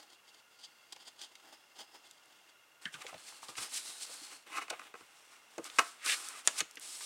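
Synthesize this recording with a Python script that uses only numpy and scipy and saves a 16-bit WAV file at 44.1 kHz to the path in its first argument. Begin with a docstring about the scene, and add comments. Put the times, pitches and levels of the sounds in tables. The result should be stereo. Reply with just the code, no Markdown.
"""A sheet of card is slid, pressed, snapped flat and rubbed down on a table in a small quiet room.
Its fibres catch and let go, which makes a hiss; fingers tick and bump on it, and firm contacts make
the table top ring. Before that, a glue nozzle scratches along a card flap in short strokes and the
bottle is set down with a knock. An appliance whirrs faintly behind it all."""
import sys
import numpy as np
from scipy import signal
from scipy.fft import rfft, irfft, next_fast_len
from scipy.io import wavfile
from scipy.ndimage import uniform_filter1d

SR = 44100
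rng = np.random.default_rng(int(sys.argv[2]) if len(sys.argv) > 2 else 0)


def dump_mix(stems):
    """Bounce the given channels to the path in sys.argv[1] as a 16-bit WAV at rate SR."""
    frames = np.atleast_2d(stems).T  # one column per channel
    limited = np.clip(frames, -1, 1)  # hard clip at full scale
    pcm = np.round(limited * 32767).astype(np.int16)
    wavfile.write(sys.argv[1], SR, pcm)


N = 310905
TIME = np.arange(N) / SR
HIT_TIME = TIME[:SR // 3]  # a short clock for one hit or echo


def amp(db):
    """Turn decibels (dB) into a number to multiply by."""
    return 10 ** (np.asarray(db) / 20)


def unit(x):
    """Scale a sound so that its average strength (rms) is 1."""
    return x / np.sqrt(np.mean(x ** 2))


def fade(ring_s):
    """A fade that falls by 60 dB in ring_s seconds, the ring time."""
    return amp(-60 * HIT_TIME / ring_s)


def at_level(x, db):
    """Scale a hit so that its loudest 6 ms have the given level."""
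    power = uniform_filter1d(x ** 2, size=260, mode="constant")
    return x * amp(db) / np.sqrt(power.max())


def add(out, start_s, x):
    """Mix a short sound in at the given time."""
    i = int(start_s * SR)
    out[i:i + len(x)] += x[:N - i]


def colour(x, points):
    """Turn bass and treble up or down along a curve of (Hz, dB) points."""
    hz, db = np.transpose(points)
    size = next_fast_len(x.shape[-1])
    freqs = np.maximum(np.arange(size // 2 + 1) * SR / size, 1)
    gain = amp(np.interp(np.log(freqs), np.log(hz), db))
    return irfft(rfft(x, size) * gain, size)[..., :x.shape[-1]]


def resonate(x, hz, *widths_hz):
    """Keep the sound near one pitch, filtering once for each width given."""
    angle = 2 * np.pi * min(hz, SR / 3) / SR
    for width in widths_hz:
        a = np.sin(angle) * width / hz / 2
        x = signal.lfilter([a, 0, -a], [1 + a, -2 * np.cos(angle), 1 - a], x)
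    return x


def wander(per_s):
    """A smooth random drift that takes per_s turns a second."""
    step = int(SR / per_s)
    steps = np.repeat(rng.standard_normal(N // step + 1), step)
    return unit(uniform_filter1d(steps, step)[:N])


def friction(per_s, spread_db, smooth, uneven_db):
    """Fibres catch and let go: tiny slips of unequal size over a smooth rub, with an unsteady grip."""
    sizes = amp(spread_db * np.minimum(rng.exponential(size=N), 5))
    slips = (rng.random(N) < per_s / SR) * sizes * rng.choice([-1, 1], N)
    rub = unit(unit(slips) + smooth * rng.standard_normal(N))
    return rub * amp(uneven_db * wander(110))


def noise_band(hz, width_hz):
    """A band of rubbing noise around a moving pitch."""
    phase = 2 * np.pi * np.cumsum(hz) / SR
    return unit(wander(width_hz) * np.cos(phase) + wander(width_hz) * np.sin(phase))


def singing(rub, hz, db, width_hz):
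    """A rub favours one pitch, which moves as the grip on the sheet shifts."""
    return (rub + amp(db) * noise_band(hz, width_hz)) / np.hypot(1, amp(db))


def steady(start, length, rise_s=0.011, fall_s=0.039):
    """The loudness of a steady rub: it rises, holds and dies away."""
    since_end = np.maximum(TIME - start - length, 0)
    return np.clip((TIME - start) / rise_s, 0, 1) * np.exp(-since_end / fall_s)


def swells(rows, skew=1.135):
    """One loudness curve per level column: each stroke builds a little more slowly than it dies away."""
    power = 0
    for peak_s, half_s, *db in rows:
        away_s = np.where(TIME < peak_s, (peak_s - TIME) / skew, (TIME - peak_s) * skew)
        distance = np.minimum(away_s / half_s, 20)
        power = power + amp(db)[:, None] ** 2 * np.exp(2 - 2 * np.hypot(1, 1.49 * distance))
    return np.sqrt(power)


def flick(hz, width_hz, db, ring_s, push_db=7):
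    """One small hit: a sharp push and a brief flutter sound through a broad resonance."""
    flutter = rng.standard_normal(len(HIT_TIME)) * fade(ring_s)
    flutter[0] += amp(push_db)
    return at_level(resonate(flutter, hz, 0.76 * width_hz, 3 * width_hz), db)


def struck(hits, resonances):
    """Each hit sounds all the resonances of one object, shifted in pitch by where it lands."""
    out = np.zeros(N)
    for start, db, pitch in hits:
        for hz, width, part_db, ring_s in resonances:
            add(out, start, flick(pitch * hz, width, db + part_db, ring_s))
    return out


# The tone of the room's air. Each row: frequency in Hz, relative level in dB.
AIR_COLOUR = [(15, -62), (25, -32), (108, -16.5), (373, -11), (405, -8.5), (516, -9), (575, -7), (1100, -6),
              (1440, -5), (2410, -11.5), (2760, -5.5), (3080, -12), (4870, -14.5), (5880, -13.5),
              (16000, -23)]

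def room_air(level_db=-66.5, side_db=-4):
    """Still air makes a soft hush, a little different in each ear."""
    middle, side = unit(colour(rng.standard_normal((2, N)), AIR_COLOUR))
    return amp(level_db) * (middle + amp(side_db) * side * np.array([[1], [-1]]))


# The appliance's tones. Each row: pitch in Hz, width in Hz, level in dB, pulse depth from 0 to 1.
WHIRR_TONES = [(1416, 27, -79, 0.2), (2116, 67, -78.5, 1), (2765, 150, -74, 1), (3360, 78, -81, 1)]

def appliance(pulse_hz=25):
    """A faint whirr: narrow bands of noise pulse quickly together."""
    turn = 2 * np.pi * pulse_hz * TIME
    pulsing = (np.cos(turn) + np.cos(3 * turn)) / 2
    out = np.zeros(N)
    for hz, width, db, depth in WHIRR_TONES:
        tone = unit(resonate(rng.standard_normal(N), hz, width, width))
        out += amp(db) * tone * (1 + depth * pulsing)
    return out


# Strokes of the nozzle. Each row: peak time in seconds, half length in seconds, scratch level in dB,
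# flap drumming level in dB.
NOZZLE_STROKES = [(.005, 0.033, -56.5, -60), (.12, 0.03, -61.5, -68.5), (.29, .02, -60.5, -68),
                  (.347, 0.0073, -56, -63.5), (.385, 0.027, -63, -69), (.615, 0.024, -59.5, -75),
                  (.652, 0.017, -52, -70), (.93, 0.0064, -50.5, -57), (1.02, .015, -58.5, -65),
                  (1.078, 0.014, -50, -56.5), (1.196, 0.0052, -52, -58.5), (1.232, 0.023, -48.5, -58.5),
                  (1.48, 0.037, -65, -60), (1.54, 0.013, -58.5, -57.5), (1.808, 0.022, -51.5, -55.5),
                  (1.955, 0.025, -61.5, -60), (2.065, .025, -63, -68)]
# The tip's resonance along the flap. Each row: time in seconds, pitch in Hz, dB relative to the scratch.
TIP_PITCHES = [(.45, 4580, -9), (.85, 4650, -4), (1.25, 4750, -15), (1.6, 5180, -2), (1.81, 4980, -8),
               (1.96, 5100, 1), (2.1, 5180, -24)]
# The tones of the scratch and of the flap. 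Each row: frequency in Hz, relative level in dB.
SCRATCH_COLOUR = [(80, -47), (1500, -32), (2400, -14), (3200, 8.5), (4000, -0.5), (4800, 6), (5600, -4),
                  (6700, -1), (7600, -4), (9200, -5), (11000, -24), (16000, -36)]
FLAP_COLOUR = [(80, -35), (200, -10.5), (320, 3.5), (550, -5), (800, 5.5), (1250, -3), (2000, -2.5),
               (3500, -20)]

def nozzle(drag_scratch_db=-71, drag_drum_db=-74):
    """The plastic tip drags and scratches over the card; the held flap drums along."""
    # the tip stays on the card between strokes
    drag = amp([drag_scratch_db, drag_drum_db])[:, None] * steady(start=0.5, length=2)
    scratch_gain, drum_gain = np.hypot(swells(NOZZLE_STROKES), drag)
    times, hz, db = np.transpose(TIP_PITCHES)
    slips = friction(per_s=3500, spread_db=2.5, smooth=0.86, uneven_db=2.6)
    scratch = unit(colour(slips, SCRATCH_COLOUR))
    tip = singing(scratch, np.interp(TIME, times, hz), np.interp(TIME, times, db), width_hz=800)
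    return scratch_gain * tip + drum_gain * unit(colour(slips, FLAP_COLOUR))


# The bottle's knocks. Each row: start in seconds, level in dB, pitch multiplier.
BOTTLE_HITS = [(2.8547, -36, 0.96), (2.941, -45, 0.87), (2.953, -51, 0.74)]
# Its resonances. Each row: pitch in Hz, width in Hz, relative level in dB, ring time in seconds.
BOTTLE_TONES = [(3350, 1000, -0.5, 0.02), (1750, 300, -3, 0.1), (192, 87, -15, 0.12)]

def glue_bottle():
    """The glue bottle knocks as it is set down, then rocks."""
    return struck(BOTTLE_HITS, BOTTLE_TONES)


# The table top's own notes. Each row: pitch in Hz, relative level in dB, ring time in seconds.
TABLE_TONES = [(294, -17, 0.11), (417, -11.5, 0.057), (552, -16, 0.028), (692, -12, 0.12),
               (782, -6.5, 0.048), (1067, 1, 0.06), (1200, 4, 0.023), (1334, 4.5, 0.034), (1460, 1, 0.023),
               (1598, 2, 0.025), (1800, -12, 0.058), (2006, 1.5, 0.036), (2276, 3, 0.015),
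               (2530, 5.5, 0.024), (2910, -3, 0.03), (3280, -13, 0.027), (4100, -31, 0.014),
               (5850, 1, 0.0044)]

def table_ring():
    """After one blow, the table top rings with many fading notes at once."""
    return sum((-1) ** k * amp(db) * np.cos(2 * np.pi * hz * HIT_TIME) * fade(ring_s)
               for k, (hz, db, ring_s) in enumerate(TABLE_TONES))


# Blows on the table. Each row: start in seconds, level in dB, frequency in Hz where the treble fades.
TABLE_BLOWS = [(4.681, -47, 4500), (4.794, -44.5, 4490), (4.815, -49, 2470), (4.94, -46.5, 1500),
               (4.952, -49, 1200), (5.008, -55.5, 1500), (5.583, -44.5, 700), (5.7858, -20, 5030),
               (5.7902, -23, 2500), (5.792, -20.5, 6900)]
# The tones of the rattle and of paper fibres (heard in the card's rubs too).
# Each row: frequency in Hz, relative level in dB.
RATTLE_COLOUR = [(60, -27), (200, -16), (450, -9), (900, 1), (1300, 4.5), (2600, -12.5), (4000, -23),
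                 (12000, -17)]
FIBRE_COLOUR = [(80, -36), (500, -24.5), (1500, -18), (3000, -6.5), (4200, -3.5), (5300, -3), (6500, -5),
                (8100, -2), (9600, -5.5), (11000, -12), (13000, -20), (16000, -27)]

def table_knocks(ring, crack_s=0.0048, rattle_s=0.016):
    """A blow on the table cracks, rings and leaves a dull rattle; a softer contact has less treble."""
    out = np.zeros(N)
    for start, db, sharp_hz in TABLE_BLOWS:
        crack = colour(rng.standard_normal(len(ring)), FIBRE_COLOUR) * np.exp(-HIT_TIME / crack_s)
        rattle = colour(rng.standard_normal(len(ring)), RATTLE_COLOUR) * np.exp(-HIT_TIME / rattle_s)
        knock = at_level(ring, 0) + at_level(crack, -5.5) + at_level(rattle, -10)
        softened = signal.lfilter(*signal.butter(1, sharp_hz, fs=SR), knock)
        add(out, start, at_level(softened, db))
    # the knocks keep little deep bass
    return signal.lfilter(*signal.butter(2, 170, "high", fs=SR), out)


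# Light taps on the card. Each row: start in seconds, level in dB, pitch in Hz.
CARD_TICKS = [(.924, -46, 4700), (0.9623, -53, 2960), (1.215, -46.5, 4430), (1.3535, -51.5, 3280),
              (2.111, -53, 5700), (2.258, -65, 7100), (3.021, -51.5, 6560), (3.066, -42.5, 3000),
              (3.142, -50, 1980), (3.485, -48, 4000), (3.554, -49, 2500), (3.581, -41.5, 2960),
              (4.702, -41, 3440), (5.581, -47.5, 5500), (5.643, -45.5, 7500), (5.699, -47, 3500),
              (6.061, -34, 4987), (6.287, -40.5, 7650), (6.711, -52, 7560), (6.756, -51.5, 8000),
              (6.771, -44, 1940), (6.797, -49, 9000), (7.008, -49, 1525)]

def card_ticks():
    """Nozzle and nails tick on the card; the higher the tick, the sooner it dies."""
    out = np.zeros(N)
    for start, db, hz in CARD_TICKS:
        add(out, start, flick(hz, width_hz=0.98 * hz, db=db, ring_s=0.021 * 4000 / hz))
    return out


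# Bumps of hand and card. Each row: start in seconds, level in dB, pitch in Hz, thud level in dB.
CARD_BUMPS = [(.963, -57, 800, -80), (3.045, -50, 524, -70), (3.127, -48.5, 694, -66),
              (3.142, -50, 610, -58), (3.322, -55.5, 1020, -75), (3.429, -48, 990, -73),
              (3.486, -49.5, 1140, -70), (3.489, -54, 397, -65), (3.58, -49, 1080, -59),
              (3.614, -57, 330, -68), (3.883, -64, 290, -74), (4.095, -57, 620, -80),
              (4.215, -60.5, 294, -82), (4.704, -41.5, 730, -71), (4.726, -43.5, 720, -76),
              (4.708, -49, 397, -82), (4.941, -51.5, 428, -80), (5.008, -61, 400, -71),
              (5.58, -40.5, 447, -70), (5.591, -42.5, 350.1, -59), (6.609, -50, 330, -58),
              (6.772, -60, 330, -80)]

def card_bumps():
    """Soft bumps flex the sheet, pitched by where it is held, and thud on the table under it."""
    out = np.zeros(N)
    for start, db, hz, thud_db in CARD_BUMPS:
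        flex = flick(hz, width_hz=0.42 * hz, db=db, ring_s=0.078)
        thud = flick(hz=155, width_hz=200, db=thud_db, ring_s=0.12)
        add(out, start, flex + thud)
    return out


def fold_zip(peak_s=6.115, half_s=0.03, db=-38.5, peak_hz=3210, octaves_per_s=11):
    """A fingernail zips along the fold: the faster the nail, the higher its rasp."""
    octaves = np.clip(octaves_per_s * (TIME - peak_s), -1, 0.5)
    gain = swells([(peak_s, half_s, db)])[0]
    return gain * noise_band(peak_hz * 2 ** octaves, width_hz=1500)


# Snaps of the sheet. Each row: start in seconds, level in dB, pitch multiplier.
CARD_SNAPS = [(5.7915, -30.5, 0.86), (6.4746, -19.5, 0.96), (6.6053, -30.5, 0.87)]
# Its resonances. Each row: pitch in Hz, width in Hz, relative level in dB, ring time in seconds.
SHEET_TONES = [(8120, 1640, -0.5, .004), (4600, 3000, -5.5, 0.017), (1540, 2000, -9.5, 0.052),
               (620, 500, -23, .07)]

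def card_snaps():
    """The stiff sheet snaps flat and rings for a moment."""
    return struck(CARD_SNAPS, SHEET_TONES)


# Quick shoves over the mat. Each row: peak time in seconds, half length in seconds, then the levels
# in dB of the hiss, the rasp and the table.
CARD_SHOVES = [(2.948, .012, -51.5, -55, -71), (3.018, 0.0076, -50, -50.5, -50.5),
               (3.09, 0.012, -54, -60, -50), (3.285, 0.018, -51, -57, -76), (3.437, 0.013, -49, -59, -70),
               (3.497, 0.011, -47.5, -57, -65), (3.587, 0.012, -43.5, -53, -48),
               (3.628, 0.019, -41, -56, -50), (3.765, .032, -39, -51, -60), (3.9, 0.028, -47, -64, -58),
               (4.035, 0.022, -45, -64, -73), (4.135, .018, -47.5, -64, -70), (4.245, 0.021, -48, -64, -68),
               (4.325, 0.017, -51, -62, -54.5), (4.535, .018, -58, -60, -47.5),
               (4.574, 0.02, -46, -46.5, -37), (4.622, 0.014, -53, -52, -43.5),
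               (4.705, 0.0043, -41.5, -43, -39), (4.735, .012, -59, -51, -47.5),
               (5.335, 0.028, -64, -64, -64), (5.665, .015, -48, -53, -49), (5.835, 0.06, -48.5, -68, -57),
               (6.064, .008, -40, -41, -39.5), (6.096, 0.03, -39, -33.5, -54),
               (6.134, .012, -31.5, -34, -63), (6.31, 0.087, -65, -65, -53), (6.591, 0.016, -37, -50, -43),
               (6.608, 0.0051, -30.5, -32.5, -56), (6.93, .04, -48, -63, -70),
               (7.035, 0.014, -42.5, -58, -61)]
# The tone of the rasping edge. Each row: frequency in Hz, relative level in dB.
RASP_COLOUR = [(150, -35), (300, -14.5), (900, -12), (1400, 1), (2400, 7.5), (3200, 0.5), (4400, -1.5),
               (5500, -17), (10000, -28)]

def card_shoves(ring):
    """In a firm rub the fibres hiss, the card's edge rasps and the slips shake the table."""
    hiss_gain, rasp_gain, table_gain = swells(CARD_SHOVES)
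    fine = friction(per_s=4400, spread_db=2, smooth=1, uneven_db=2.5)
    coarse = friction(per_s=2000, spread_db=2.5, smooth=0.66, uneven_db=1.5)
    hiss = hiss_gain * unit(colour(fine, FIBRE_COLOUR))
    rasp = rasp_gain * unit(colour(coarse, RASP_COLOUR))
    shaken = signal.fftconvolve(coarse * table_gain, ring / np.linalg.norm(ring))[:N]
    return hiss + rasp + shaken


# Slides of the card. Each row: start in seconds, length in seconds, hiss level in dB, change of the
# hiss in dB per second, body level in dB, favoured pitch in Hz.
CARD_SLIDES = [(2.81, 0.046, -59, 2, -60.5, 1800), (2.921, .24, -62, 5, -58.5, 3000),
               (3.17, .2, -56.5, -3, -61, 4300), (3.42, 0.12, -59, 2, -62.5, 1110),
               (3.562, .1, -50, 0, -54.5, 5010), (3.714, 0.27, -48, -9, -59, 3950),
               (4.001, 0.36, -51.5, -8.5, -59, 4300), (4.458, 0.17, -63, 20, -55.5, 2500),
               (4.699, 0.17, -65, 4, -59, 750), (4.95, 0.21, -64, -8, -65, 2100),
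               (5.15, .4, -67.5, -12, -67.5, 5690), (5.618, 0.29, -60, 6, -61.5, 1332),
               (6.041, .35, -43, -29.5, -57.5, 1356), (6.444, 0.16, -50.5, -6, -55, 2700),
               (6.804, 0.31, -50, 9, -61, 8000)]
# The tone of the body, the lower part of the rub. Each row: frequency in Hz, relative level in dB.
BODY_COLOUR = [(50, -18), (150, -18), (300, -0.5), (550, -2.5), (700, 1.5), (900, 2), (1300, 3),
               (1750, 1.5), (2600, 0.5), (3500, 0), (5000, -19)]

def card_slides(brush_hiss_db=-66.5, brush_body_db=-65.5, grit_db=-0.5, waver_db=1):
    """Card glides over card and under the fingers; faster slides add a brighter grit."""
    brushing = steady(start=5.5, length=2)  # fingers keep brushing the card as they handle it
    hiss_gain, body_gain = amp(brush_hiss_db) * brushing, amp(brush_body_db) * brushing
    pitch = np.zeros(N)
    for start, length, hiss_db, db_per_s, body_db, hz in CARD_SLIDES:
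        moving = steady(start, length)
        elapsed = np.clip(TIME - start, 0, length)
        hiss_gain = np.hypot(hiss_gain, moving * amp(hiss_db + db_per_s * elapsed))
        body_gain = np.hypot(body_gain, moving * amp(body_db))
        pitch[TIME >= start] = hz
    fine = friction(per_s=5000, spread_db=3.5, smooth=0.97, uneven_db=1)
    hiss = singing(unit(colour(fine, FIBRE_COLOUR)), pitch, db=-7.5, width_hz=650)
    grainy = friction(per_s=4100, spread_db=2, smooth=0.55, uneven_db=0)
    speed = hiss_gain / hiss_gain.max()  # a louder slide stands for a faster one
    grit = amp(grit_db) * speed * unit(resonate(grainy, 8800, 4300, 4300))
    coarse = friction(per_s=2000, spread_db=2, smooth=0.84, uneven_db=1)
    body = unit(colour(coarse, BODY_COLOUR))
    waver = amp(waver_db * wander(per_s=25))  # the hand's speed is never quite even
    return (hiss_gain * (hiss + grit) + body_gain * body) * waver


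# The tone of the room's echoes. Each row: frequency in Hz, relative level in dB.
ECHO_COLOUR = [(60, -34), (300, -1), (1200, 1), (4000, -0.5), (9000, -2.5), (16000, -39)]

def room(x, early_db=-13.5, early_s=0.01, tail_db=-18, tail_s=0.3, bounce_db=-16):
    """Quick echoes off table and person, then a short tail; a sideways bounce sets the ears apart."""
    early, tail = rng.standard_normal((2, 2, len(HIT_TIME)))
    early = amp(early_db) * unit(early * (HIT_TIME > 0.001) * np.exp(-HIT_TIME / early_s))
    tail = amp(tail_db) * unit(tail * (HIT_TIME > 0.008) * fade(tail_s))
    echo = colour(early + tail, ECHO_COLOUR) / np.sqrt(len(HIT_TIME))
    middle, scattered = signal.fftconvolve(x[None], echo, axes=1)[:, :N]
    bounce = colour(np.interp(TIME - 0.004, TIME, x, left=0), ECHO_COLOUR)  # 4 ms late
    side = amp(-7.5) * scattered + amp(bounce_db) * bounce
    return x + middle + side * np.array([[1], [-1]])


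def scene():
    """All the gluing and handling, heard in the room over the air and the whirr."""
    ring = table_ring()
    hits = glue_bottle() + card_ticks() + card_bumps() + card_snaps()
    hits = signal.lfilter(*signal.butter(2, 12000, fs=SR), hits)  # little treble above 12 kHz
    rubs = nozzle() + fold_zip() + card_shoves(ring) + card_slides()
    return room_air() + appliance() + room(table_knocks(ring) + hits + rubs)


def record(dry, bass_hz=48, top_hz=15900):
    """The small microphone loses the deep bass; the recorder cuts the highest treble."""
    thin = signal.sosfilt(signal.butter(3, bass_hz, "high", fs=SR, output="sos"), dry)
    return signal.sosfilt(signal.ellip(10, 0.2, 70, top_hz, fs=SR, output="sos"), thin)


dry = scene()
out = record(dry)
dump_mix(out)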